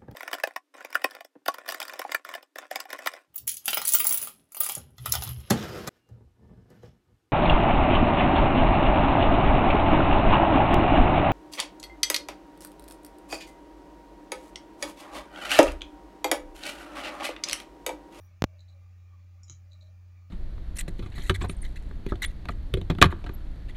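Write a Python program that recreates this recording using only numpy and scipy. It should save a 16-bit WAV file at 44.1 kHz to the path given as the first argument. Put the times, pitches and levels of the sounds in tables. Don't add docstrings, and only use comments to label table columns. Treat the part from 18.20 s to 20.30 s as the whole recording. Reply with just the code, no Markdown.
import sys
import numpy as np
from scipy import signal
from scipy.fft import rfft, irfft, next_fast_len
from scipy.io import wavfile
from scipy.ndimage import uniform_filter1d, map_coordinates

SR = 44100
rng = np.random.default_rng(int(sys.argv[2]) if len(sys.argv) > 2 else 0)


def log_audio(samples):
    frames = np.atleast_2d(samples).T
    limited = np.clip(frames, -1, 1)
    pcm = np.round(limited * 32767).astype(np.int16)
    wavfile.write(sys.argv[1], SR, pcm)


N = 92610


def amp(db):
    return 10 ** (np.asarray(db) / 20)


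def gain_by_pitch(points, hz):
    point_hz, point_db = np.transpose(points)
    return amp(np.interp(np.log(hz + 1), np.log(point_hz + 1), point_db))


def gain_by_time(points):
    return amp(np.interp(np.arange(N) / SR, *np.transpose(points)))


def wobble(per_s):
    values = rng.standard_normal(int(N * per_s / SR) + 4)
    return map_coordinates(values, [np.arange(N) * per_s / SR])


def filtered(x, response):
    size = next_fast_len(N + SR // 2)
    return irfft(rfft(x, size) * response(np.fft.rfftfreq(size, 1 / SR)), size)[:N]


def noise(density):
    return filtered(rng.standard_normal(N), density) * np.sqrt(SR / 2)


def noise_band(hz, width_hz):
    return noise(lambda f: (1 + ((f - hz) / width_hz) ** 2) ** -2)


def unsteady_tone(hz, drift_hz):
    cycles = rng.random() + np.cumsum(hz + drift_hz * wobble(14)) / SR
    return np.sqrt(2) * np.sin(2 * np.pi * cycles)


def flicker(x, depth_db=2.8):
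    hz, _, spectrum = signal.stft(x, SR, nperseg=1024)
    patches = uniform_filter1d(rng.standard_normal(spectrum.shape), size=3, axis=0)
    patches = uniform_filter1d(patches, size=8, axis=1)
    swing_db = depth_db * np.interp(hz, [150, 400, 3000, 9000], [0, 1, 1, .3])
    gain = amp(swing_db[:, None] * patches / patches.std())
    return signal.istft(spectrum * gain, SR, nperseg=1024)[1][:N]


def room_air():
    air_levels = [(20, -96), (36, -98), (52, -79.5), (75, -89.5), (125, -91.5), (195, -94), (240, -103),
                  (450, -110), (1000, -112), (2700, -111), (3000, -118), (6500, -117), (12000, -116),
                  (15600, -119), (16100, -140)]
    return noise(lambda hz: gain_by_pitch(air_levels, hz))


def casing_whirr():
    weak_bands = [(788, 70, -106), (1810, 150, -113)]
    # t/s, level/dB per Hz
    low_levels = [(.06, -105), (.14, -91), (.21, -106), (.30, -87.5), (.40, -103), (.60, -94), (.68, -106),
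                  (1.08, -105), (1.17, -99), (1.24, -103), (1.44, -103), (1.52, -95.5), (1.58, -102),
                  (1.64, -93), (1.73, -102), (2.1, -102)]
    mid_levels = [(0, -99), (.18, -106), (.33, -102), (.5, -106), (.64, -98.5), (.76, -106), (.87, -102),
                  (.94, -93.5), (1.03, -109), (1.2, -101), (1.48, -109), (1.6, -100), (1.78, -106),
                  (2.1, -99.5)]
    high_levels = [(.04, -114), (.11, -104), (.24, -107), (.35, -101), (.46, -112), (.58, -103),
                   (.67, -114), (.84, -105), (.97, -102), (1.15, -113), (1.34, -101), (1.48, -113),
                   (1.56, -102), (1.63, -114), (1.8, -103), (1.9, -114), (1.98, -100), (2.1, -114)]
    weak = sum(amp(db + 3.2 * wobble(10.95)) * noise_band(hz, width) for hz, width, db in weak_bands)
    low = gain_by_time(low_levels) * noise_band(600.5, width_hz=94)
    mid = gain_by_time(mid_levels) * noise_band(1190, width_hz=136)
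    high = gain_by_time(high_levels) * noise_band(2317, width_hz=162)
    return weak + low + mid + high


def spindle():
    hum_levels = [(0, -48), (.08, -50.5), (.105, -54), (.15, -50), (.19, -53.5), (.3, -49), (1.3, -48.5),
                  (2.1, -48.5)]
    motor_tones = [(807, -91), (1217, -90), (2396, -86), (6374, -102), (10546, -88)]
    hum = gain_by_time(hum_levels) * unsteady_tone(89.6, drift_hz=0.27)
    motor = sum(amp(db + 2.9 * wobble(6.47)) * unsteady_tone(hz, drift_hz=7.5) for hz, db in motor_tones)
    return hum + motor


def whine(fade_s=0.015):
    bands = [(5770, 56, -97, 0.11), (9254, 60, -99, 0.095), (9700, 69, -94.5, 0.082),
             (11400, 99, -89.5, 0.087), (12780, 70, -85, .06), (14500, 3100, -106, .08)]
    t = np.arange(N) / SR
    return sum(amp(db) * noise_band(hz, width) * np.clip((end - t) / fade_s, 0, 1)
               for hz, width, db, end in bands)


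def strikes(events, modes, rise_s, crack_db, room_db):
    crack_fade_s, room_fade_s = 0.008, 0.18
    out = np.zeros(N + SR)
    t = np.arange(SR // 3) / SR
    soften = signal.butter(2, 7560, fs=SR, output='sos')
    for start, db in events:
        ring = sum(amp(mode_db + rng.normal(0, 1) - 60 * t / fade_s)
                   * np.sin(2 * np.pi * (hz * t + rng.random())) for hz, mode_db, fade_s in modes)
        crack = amp(crack_db - 60 * t / crack_fade_s) * signal.sosfilt(soften, rng.standard_normal(len(t)))
        hit = (ring + crack) * (1 - np.exp(-t / rise_s))
        room = rng.standard_normal(len(t)) * amp(-60 * t / room_fade_s) * (1 - np.exp(-t / 0.0016))
        echo = signal.fftconvolve(hit, room / np.linalg.norm(room))[:len(t)]
        out[int(start * SR):][:len(t)] += amp(db) * (hit + amp(room_db) * echo)
    return out[:N]


def arm_chatter():
    contacts = [(.386, -66), (.3925, -58.5), (.4048, -53.5), (.414, -73), (.4815, -65.5), (.4855, -61),
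                (.4905, -58.5), (.498, -62), (.5255, -68.5), (1.5125, -66), (1.5192, -57.5), (1.5312, -52),
                (1.540, -71), (1.549, -84), (1.6075, -59.5), (1.6115, -56.5), (1.6225, -59), (1.627, -59.5),
                (1.660, -75), (1.670, -65)]
    modes = [(3896, 3.5, 0.015), (4040, -1, 0.031), (4380, -3.5, 0.015), (6130, -15, 0.025),
             (6800, -7.5, 0.016), (7780, -1.5, 0.012)]
    return strikes(contacts, modes, rise_s=0.00064, crack_db=-6, room_db=-4)


def light_tick():
    contacts = [(1.2328, -50), (1.2345, -56.5), (1.2425, -61)]
    modes = [(5120, -9, 0.054), (5600, 0, 0.023), (6500, -4, .012), (6960, 9.5, 0.018), (7670, 5, .012)]
    return strikes(contacts, modes, rise_s=0.00078, crack_db=-12, room_db=-2)


def casing_thud(start_s=1.298, rise_s=0.0027):
    modes = [(129, -46.5, 0.27), (323, -54, 0.095)]
    t = np.maximum(np.arange(N) / SR - start_s, 0)
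    ring = sum(amp(db - 60 * t / fade_s) * np.sin(2 * np.pi * hz * t) for hz, db, fade_s in modes)
    return ring * (1 - np.exp(-t / rise_s))


def hard_click():
    hits = [(1.2811, -42.5, 0.0012), (1.2872, -49, 0.0025), (1.2977, -35.5, 0.0001),
            (1.304, -42.5, 0.00075)]
    modes = [(1280, -20, 0.016), (2180, -21.5, 0.014), (3145, -14.5, 0.012), (3950, -16.5, 0.029),
             (5000, -23, 0.026), (5790, -9, 0.012), (6110, -8, 0.016), (6750, 1.5, .011), (6970, -11, .01),
             (7600, -7, 0.0044), (11050, -21, 0.011)]
    return sum(strikes([(start, db)], modes, rise_s, crack_db=-16, room_db=-0.5)
               for start, db, rise_s in hits)


def electrical_pops(coupling_hz=99, blocking_hz=27):
    jumps = [(0.2218, -8), (0.2409, -6), (0.2445, -18)]
    steps = sum(amp(db) * (np.arange(N) >= start * SR) for start, db in jumps)
    pulses = signal.sosfilt(signal.butter(3, coupling_hz, 'high', fs=SR, output='sos'), steps)
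    return signal.sosfilt(signal.butter(2, blocking_hz, 'high', fs=SR, output='sos'), pulses)


def scene():
    knocks = hard_click() + casing_thud() + arm_chatter() + light_tick()
    background = spindle() + whine() + flicker(casing_whirr() + room_air())
    return (background + knocks + electrical_pops())[None]


def record(dry):
    mic_levels = [(100, -1), (6450, -0.5), (7100, -3), (7850, -13.5), (13700, -14), (14700, -2.5),
                  (15800, -2), (16500, -13), (16950, -36)]
    top_hz = 16950
    return np.array([filtered(x, lambda hz: gain_by_pitch(mic_levels, hz) * (hz < top_hz)) for x in dry])


dry = scene()
out = record(dry)
log_audio(out)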